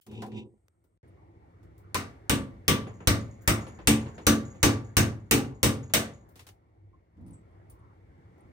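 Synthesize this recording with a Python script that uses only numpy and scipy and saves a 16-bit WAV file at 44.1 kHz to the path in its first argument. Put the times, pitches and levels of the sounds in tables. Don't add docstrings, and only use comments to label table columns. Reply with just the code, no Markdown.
import sys
import numpy as np
from scipy import signal
from scipy.io import wavfile

SR = 44100
rng = np.random.default_rng(int(sys.argv[2]) if len(sys.argv) > 2 else 0)


def unload_audio(sound):
    columns = np.transpose(np.atleast_2d(sound))
    steps = np.round(np.clip(columns, -1, 1) * 32767)
    wavfile.write(sys.argv[1], SR, steps.astype(np.int16))


def boost_factor(decibels):
    exponent = np.asarray(decibels, float) / 20
    return 10 ** exponent


N = 375732

# time in seconds, gain in dB.
BACKGROUND_GATE = [
    [(0.0, -29), (0.3, -32), (0.51, -18.5), (0.975, -19)],
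    [(1.03, -0.7), (1.3, -3.5), (1.9, -0.7), (4.2, 5), (6.1, -6.5), (6.35, -2.5), (6.6, -8.5), (7.1, -9.5),
     (7.37, -2), (8.04, -2.3), (8.52, 1)],
]
# frequency in Hz, level in dB per Hz.
RUMBLE_SPECTRUM = [(15, -53), (25, -21.5), (46, -13.5), (97, 4), (133, -15.5), (162, -6.5), (194, -17.5),
                   (334, -11.5), (700, -24.5), (910, -61.5), (1540, -120)]
# centre in Hz, width in Hz, level in dB.
RUMBLE_PEAKS = [(59.5, 8, -1.5), (97, 6.8, 1), (161, 10, -12), (334, 21, -10)]
# frequency in Hz, level in dB per Hz.
WHIRR_SPECTRUM = [(350, -27), (600, -4), (870, 10), (990, 4.5), (1190, -2), (1600, -5), (2000, -14.5),
                  (2500, -34.5), (4000, -37.5), (5200, -60.5)]
# frequency in Hz, level in dB per Hz.
HISS_SPECTRUM = [(1500, -30), (2500, -3.5), (4400, -11.5), (6200, -13), (8600, -16), (12000, -22.5),
                 (16000, -24.5)]
# frequency in Hz, left-right likeness from 0 to 1.
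PORT_LIKENESS = [(40, 1), (150, 1), (300, 0.83), (600, 0.77), (2000, 0.12), (5000, 0.077), (14000, 0.091)]
# frequency in Hz, left over right in dB.
PORT_LEAN = [(35, 6), (80, 1), (160, 0), (700, 1), (10000, 2)]
# start in seconds, peak in dB, brightness in dB, t60 in seconds, thud in dB.
TOUCHES = [(0.0123, -50, 13.5, 0.14, -35), (0.065, -36.5, 6.5, 0.11, -4), (0.1124, -40.5, 3.5, 0.37, -3),
           (0.2197, -20, -0.5, 0.13, -3.5), (0.2624, -43, 7, 0.15, 16), (0.318, -30, -12, 0.12, -35),
           (0.6825, -32.5, 5, 0.0081, 1), (0.8394, -62.5, 13, 0.14, 7), (6.288, -58, 16, 0.24, 3),
           (6.356, -35, 6, 0.26, -13), (6.393, -27.5, 2, 0.14, -21), (6.4665, -31.5, 7.5, 0.16, -14),
           (6.488, -26, -1, 0.05, -26)]
# start in seconds, peak in dB, brightness in dB.
WIRE_SPRINGS = [(1.0744, -65, 11), (1.6294, -50.5, 6.5), (1.779, -53, 14), (3.419, -55, 17),
                (7.169, -58.5, 3), (7.2094, -62, 7), (7.263, -53.5, 7), (7.2804, -55, 9), (7.3068, -56, -9),
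                (7.3327, -65, -2), (7.698, -52, 16), (7.7194, -55, 6), (8.38, -58, 8)]
# start in seconds, peak in dB, brightness in dB.
REBOUNDS = [
    (2.8682, -28, -30),
    (3.003, -28.5, -48.5),
    (3.666, -29, -6.5),
    (3.788, -27.5, -17),
    (4.0594, -29.5, -12.5),
    (4.179, -26, -10),
    (4.549, -37.5, -16.5),
    (5.8306, -42.5, -12),
    (5.8976, -36, -8),
]
# frequency in Hz, level in dB per Hz.
TICK_SPECTRUM = [(120, -24.5), (200, -4.5), (548, -4), (647, -15.5), (749, -8), (1320, -17.5), (10500, -36),
                 (13100, -44), (16000, -39)]
# start in seconds, peak in dB,
# pitch in Hz.
KNOCKS = [(.0125, -74, 3100), (.226, -45, 770), (.226, -51, 990), (.85, -88, 1400), (1.17, -72, 1140),
          (1.946, -31.5, 1012), (1.946, -41.5, 1170), (3.67, -75, 13520), (4.268, -28.5, 6060),
          (6.93, -66.5, 1063), (7.33, -63, 7700)]
# time in seconds, pressure in dB.
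DRAG_PRESSURE = [
    [(0.05, -75), (0.068, -14), (0.094, -4.5), (0.162, -0.6), (0.2, -1.5), (0.3, -6.5), (0.384, 1.75),
     (0.5, -13.5), (0.58, -30)],
]
# centre in Hz, width in Hz, level in dB.
GROAN_PEAKS = [(111.4, 9.4, 9.5), (215.8, 7.6, 12), (364, 55, 2.5), (524, 8.7, -4), (731, 12, -12.5),
               (840, 20, -12.5), (970, 7.3, -9)]
# centre in Hz, width in Hz, level in dB.
RASP_PEAKS = [(2050, 490, 5), (2690, 260, 23), (3220, 400, 15), (3660, 98, 21), (5000, 250, 2),
              (5740, 380, 1), (7700, 780, 0.5), (11300, 2700, -18)]
# time in seconds, level in dB.
SHOVE = [
    [(7.16, -63), (7.186, -48.5), (7.218, -46), (7.336, -48), (7.5, -84)],
]
# centre in Hz, width in Hz, level in dB.
SHOVE_PEAKS = [(98.8, 28, -1), (146, 21, 0.5), (201, 95, -1.5), (330, 13, -6.5), (814, 70, -42)]
# time in seconds, level in dB.
WHINE = [
    [(0.45, -89), (0.975, -95)],
]
# start in seconds, peak in dB, pitch in Hz.
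PINGS = [
    (1.0794, -68, 9000),
    (2.8694, -67, 10600),
    (3.6745, -58, 10540),
    (7.2624, -60, 9000),
    (7.306, -54, 8840),
    (7.3327, -59, 8930),
    (7.5094, -79, 9100),
    (7.6984, -49, 8970),
    (7.7894, -70, 9010),
    (8.4048, -62, 8940),
]
# start in seconds, peak in dB, bench boom in dB, casing in dB, brightness in dB.
BLOWS = [(1.9449, -18, -7, 4, -2), (2.2957, -10.5, -1, .5, -1), (2.6803, -9.5, -2.5, 1, 2),
         (3.0727, -11, -.6, 2.1, 2.5), (3.476, -11, -1.1, 1.1, 3), (3.8724, -7.5, -2.5, .6, 2.1),
         (4.2673, -7, -1.5, 0, 0), (4.6295, -8, -1.1, 2.1, 1.5), (4.9679, -9.5, -.6, 2.1, 2.5),
         (5.311, -7, -2.5, -1.1, 1.5), (5.63, -9.5, -.6, 1.1, 4), (5.937, -10, -5.5, .6, 5)]
# centre in Hz, width in Hz, level in dB.
CHISEL_MODES = [(1370, 540, -14.5), (2136, 380, -9.5), (2935, 190, -4.5), (3770, 43, -5.5), (5600, 52, -8),
                (6305, 290, -1), (8430, 490, 3.5), (9290, 110, -9.5), (13500, 880, 0), (14800, 330, -6.5)]
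# frequency in Hz, level in dB, t60 in seconds, swell in seconds.
BENCH_MODES = [(64, 5.5, 0.097, 0.00043), (89.75, -2.5, 0.49, 0.0014), (109.1, -5.5, 0.6, .004),
               (135.6, -4.5, 0.51, 0.0052), (221.7, 6.5, 0.34, 0.027), (265.7, 2, 0.35, 0.037),
               (291.3, 9.5, 0.28, .03), (339.7, -3, 0.36, 0.014), (449.3, -2.5, 0.22, 0.028),
               (485.4, -14, 0.36, 0.0044), (555.6, -16, 0.52, 0.045), (796, -18.5, 0.47, .003),
               (1161, -13, 0.39, 0.004)]
# frequency in Hz, level in dB per Hz.
CLATTER_SPECTRUM = [(24, -42), (40, -29.5), (97, -10), (168, -12), (300, -12), (420, -13), (600, -19),
                    (800, -22.5), (1140, -22), (2370, -19), (5000, -27), (8570, -27), (14000, -45),
                    (16000, -31), (17500, -39)]
# frequency in Hz, t60 in seconds.
CLATTER_T60 = [(50, 0.8), (130, 0.6), (350, 0.41), (920, 0.35), (2400, 0.24), (6400, 0.22), (11000, 0.18),
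               (15000, 0.16)]
# frequency in Hz, rise in seconds.
CLATTER_RISE = [(50, 0.0033), (300, 0.033), (1000, 0.0034), (3000, 0.00014), (15000, 0.0017)]
# frequency in Hz, likeness of the blows from 0 to 1.
BLOW_LIKENESS = [(60, .9), (250, .75), (600, .55), (2000, .4), (5000, .33)]
# first hop in seconds, peak in dB, gap in seconds, loss per hop in dB.
WASHER_JOLTS = [
    (2.8732, -57.5, .066, 1.4),
    (3.2086, -49.5, .1, 6),
    (3.61, -47.5, .068, 5.5),
    (4.0137, -52.5, .066, 2.1),
    (4.451, -50, .05, 4),
    (4.846, -55, .052, 16.5),
    (5.198, -69.5, .06, 5),
    (5.547, -63, .06, 12.5),
    (5.8295, -51, .066, 7),
    (6.1344, -57, .072, 16),
]

EDGES = 28 * 2 ** np.arange(0, 9.4, 1 / 3)
CENTRES = np.sqrt(EDGES[1:] * EDGES[:-1])
LAG_SAMPLES, FAR_LEAD_SAMPLES = 8, 21


def rms_one(x):
    return x / np.sqrt(np.mean(x ** 2) + 1e-20)


def in_time(tables):
    t = np.arange(N) / SR
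    return sum(boost_factor(np.interp(t, *np.array(rows).T, left=-200, right=-200)) for rows in tables)


def at_hz(points, hz):
    points = np.array(points)
    return np.interp(np.log(hz), np.log(points[:, 0]), points[:, 1])


def drift(rate_hz):
    r = np.exp(-80 * np.pi * rate_hz / SR)
    slow = signal.lfilter([1], [1, -2 * r, r * r], rng.standard_normal(N // 40 + 2002))[2000:]
    return np.interp(np.arange(N) / 40, np.arange(len(slow)), rms_one(slow))


def clicks(s, sizes):
    out = np.full(N, 1e-18)
    out[np.round(np.asarray(s) * SR).astype(int)] = sizes
    return out


def fade(x, t60):
    return signal.lfilter([1], [1, -boost_factor(-60 / (max(t60, .002) * SR))], x)


def ring(x, hz, t60):
    r, w = boost_factor(-60 / (t60 * SR)), 2 * np.pi * hz / SR
    return signal.lfilter([0, np.sin(w)], [1, -2 * r * np.cos(w), r * r], x)


def width_t60(width_hz):
    return np.log(1000) / np.pi / width_hz


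def filtered(x, order, hz, kind):
    return signal.sosfilt(signal.butter(order, hz, kind, fs=SR, output="sos"), x)


def peaked_noise(peaks):
    mid, side = rng.standard_normal((2, N))
    white = mid + 0.32 * side * [[1], [-1]]
    total = 0
    for k, (hz, width, db) in enumerate(peaks):
        mode = rms_one(ring(white, hz, width_t60(width)))
        total = total + (-1) ** k * boost_factor(db) * np.sqrt(width) * mode
    return rms_one(total)


def lean(hz):
    return boost_factor(at_hz(PORT_LEAN, hz) / 2 * np.array([[1], [-1]]))


def bands():
    white, out = rng.standard_normal((2, 2, N)), []
    for k, hz in enumerate(CENTRES):
        mid, side = filtered(white[k % 2], 2, [EDGES[k], EDGES[k + 1]], "band")
        alike = np.clip(at_hz(PORT_LIKENESS, hz), 0, 1)
        out.append(lean(hz) * (np.sqrt(1 + alike) * mid + np.sqrt(1 - alike) * side * [[1], [-1]]))
    return out


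def coloured(noise, spectrum, patchy_db, rate_hz):
    total = 0
    for hz, band in zip(CENTRES, noise):
        total = total + boost_factor(at_hz(spectrum, hz) + patchy_db * drift(rate_hz)) * band
    return rms_one(total)


def background(noise):
    rumble = boost_factor(-1) * coloured(noise, RUMBLE_SPECTRUM, patchy_db=2, rate_hz=17)
    rumble = rumble + boost_factor(-4.0 + 3.6 * drift(3.8)) * peaked_noise(RUMBLE_PEAKS)
    fan = filtered(rng.standard_normal((2, N)), 4, [1800, 2300], "band")
    whirr = boost_factor(-2.16) * coloured(noise, WHIRR_SPECTRUM, patchy_db=4.0, rate_hz=4.6)
    whirr = whirr + boost_factor(-11.5) * rms_one(fan)
    hiss = coloured(noise, HISS_SPECTRUM, patchy_db=.3, rate_hz=9.3)
    gate = in_time(BACKGROUND_GATE)
    opened = 1 + fade(clicks(np.array(BLOWS)[:, 0], boost_factor(29)), t60=0.46)
    far = boost_factor(-53) * gate * rumble
    far = far + boost_factor(-64) * gate ** 1.1 * np.sqrt(opened) * whirr
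    far = far + boost_factor(-82) * gate * opened * hiss
    return np.array([far[0] * boost_factor(-0.5), np.roll(far[1], FAR_LEAD_SAMPLES)])


def ticks(noise, level_db, rise_s):
    out = np.zeros((2, N))
    t = np.arange(SR // 4) / SR
    onsets = 1 - np.exp(-(t * CENTRES[:, None] / (rise_s * 1000)) ** 2)
    spring_t60, spring_thud_db = 0.15, -1.5
    rebound_t60, rebound_thud_db = 0.21, -2
    rows = TOUCHES + [(*row, spring_t60, spring_thud_db) for row in WIRE_SPRINGS]
    rows += [(*row, rebound_t60, rebound_thud_db) for row in REBOUNDS]
    for s, peak_db, bright_db, t60, thud_db in rows:
        start = round(s * SR)
        span = slice(start, min(N, start + len(t)))
        n = span.stop - start
        tilt = [(400, thud_db), (2500, 0.02), (8000, bright_db), (16000, 2 * bright_db)]
        colour_db = at_hz(TICK_SPECTRUM, CENTRES) + at_hz(tilt, CENTRES)
        burst = sum(boost_factor(db) * band[:, span] * onset[:n] for db, band, onset in zip(colour_db, noise, onsets))
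        out[:, span] += boost_factor(peak_db + level_db - 60 * t[:n] / np.clip(t60, .008, .3)) * burst
    return out


def tinkles(table, level_db, t60, buzz_s):
    out = np.zeros(N)
    t = np.arange(SR // 4) / SR
    for s, peak_db, hz in table:
        buzz = ring(rng.standard_normal(len(t)) * np.exp(-t / buzz_s), hz, t60)
        at = round(s * SR)
        out[at:at + len(t)] += (boost_factor(peak_db + level_db) * buzz / np.abs(buzz).max())[:N - at]
    return out


def drag():
    body = filtered(peaked_noise(GROAN_PEAKS), 4, [70, 1150], "band")
    wire = filtered(peaked_noise(RASP_PEAKS), 4, 1850, "high")
    pressure = in_time(DRAG_PRESSURE)
    groan = boost_factor(-40 + 2 * drift(33)) * pressure * body
    rasp = boost_factor(-51.5 + 2 * drift(38)) * pressure ** 3.3 * wire
    boom = boost_factor(-0.5) * in_time(SHOVE) * peaked_noise(SHOVE_PEAKS)
    return groan + rasp + boom


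def whine():
    return in_time(WHINE) * peaked_noise([(8360, 660, 0)])


def blow_colour(hz):
    _, peak_db, boom_db, casing_db, bright_db = np.transpose(BLOWS)
    thud_db = 2 * boom_db - np.median(boom_db)
    rows = zip(thud_db, boom_db, casing_db, bright_db)
    return peak_db + np.array([at_hz(list(zip([50, 250, 1200, 9000], row)), hz) for row in rows])


def crack(level_db, t60, snap_db):
    hits = clicks(np.array(BLOWS)[:, 0], boost_factor(blow_colour(4100) + level_db))
    burst = boost_factor(snap_db) * hits + fade(hits, t60) * rng.standard_normal(N)
    return filtered(burst, 2, [1200, 14500], "band")


def chisel(level_db, spread_db):
    s, out = np.array(BLOWS)[:, 0], 0
    chance = rng.standard_normal((len(s), len(CHISEL_MODES)))
    mid, side = rng.standard_normal((2, N))
    white = mid + side * [[1], [-1]]
    for k, (hz, width, db) in enumerate(CHISEL_MODES):
        hits = clicks(s, boost_factor(blow_colour(hz) + db + level_db + spread_db * chance[:, k]))
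        shaken = fade(hits, at_hz(CLATTER_T60, hz)) * white
        out = out + np.sqrt(width / SR) * ring(shaken, hz, width_t60(width))
    return out


def bench(level_db, spread_db, skew):
    s, out = np.array(BLOWS)[:, 0], 0
    chance = rng.standard_normal((len(s), len(BENCH_MODES)))
    for k, (hz, db, t60, swell_s) in enumerate(BENCH_MODES):
        hits = clicks(s, boost_factor(blow_colour(hz) + db + level_db + spread_db * chance[:, k]))
        tone = ring(hits, hz, t60) - ring(hits, hz, min(np.log(1000) * swell_s, t60 / 2))
        out = out + lean(hz) * [tone, np.roll(tone, round((-1) ** k * skew * SR / hz))]
    return out


def clatter(noise, level_db, spread_db):
    out, t = np.zeros((2, N)), np.arange(SR // 2) / SR
    chance = rng.standard_normal((len(BLOWS), len(CENTRES)))
    for k, hz in enumerate(CENTRES):
        alike = at_hz(BLOW_LIKENESS, hz)
        sizes_db = blow_colour(hz) + at_hz(CLATTER_SPECTRUM, hz) + level_db + spread_db * chance[:, k]
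        onset = 1 - 0.34 * np.exp(-t / max(at_hz(CLATTER_RISE, hz), 1e-4))
        same = noise[k][:, -len(t):]
        for (s, _, boom_db, *_), db in zip(BLOWS, sizes_db):
            length = 1.088 - 0.0108 * boom_db
            span = slice(round(s * SR), round(s * SR) + len(t))
            mix = np.sqrt(alike) * same + np.sqrt(1 - alike) * noise[k][:, span]
            out[:, span] += boost_factor(db - 60 * t / (length * at_hz(CLATTER_T60, hz))) * onset * mix
    return out


def washer_hops():
    washer_hz, wobble = 6870, 0.0052
    chance = rng.standard_normal((len(WASHER_JOLTS), 4))
    hops = []
    for (s, db, gap, loss_db), row in zip(WASHER_JOLTS, chance):
        for k, w in enumerate(row):
            hops.append((s + k * gap, db - k * loss_db, washer_hz * (1 + wobble * w)))
    return hops


def scene():
    noise = bands()
    near = ticks(noise, level_db=4, rise_s=0.00115) + drag()
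    near = near + tinkles(KNOCKS, level_db=8.5, t60=0.055, buzz_s=0.026)
    near = near + tinkles(PINGS, level_db=-0.5, t60=0.045, buzz_s=0.012)
    near = near + crack(level_db=-2.5, t60=0.011, snap_db=0.5)
    near = near + chisel(level_db=-13, spread_db=1.0)
    near = near + bench(level_db=-12.5, spread_db=-4.0, skew=0.067)
    near = near + clatter(noise, level_db=13, spread_db=2.5)
    near = near + tinkles(washer_hops(), level_db=1.5, t60=.013, buzz_s=.04)
    near = np.array([np.roll(near[0], LAG_SAMPLES), near[1]])
    return near + whine() + background([band[:, ::-1] for band in noise])


def limiter(x, top_db, release_db_s):
    ramp = release_db_s * np.arange(N) / SR
    over = np.maximum(20 * np.log10(np.abs(x).max(axis=0) + 1e-9) - top_db, 0)
    held = np.maximum.accumulate(over + ramp) - ramp
    return x * boost_factor(-signal.lfilter([.2], [1, -.8], held))


def low_pass(x):
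    return signal.sosfilt(signal.butter(12, 16990, fs=SR, output="sos"), x)


def record(dry):
    x = filtered(dry, 3, 42, "high")
    x = limiter(x, top_db=-5.0, release_db_s=156.0)
    mix = signal.sosfilt(signal.cheby2(10, 60, 17000, fs=SR, output="sos"), x)
    return low_pass(mix)


dry = scene()
out = record(dry)
unload_audio(out)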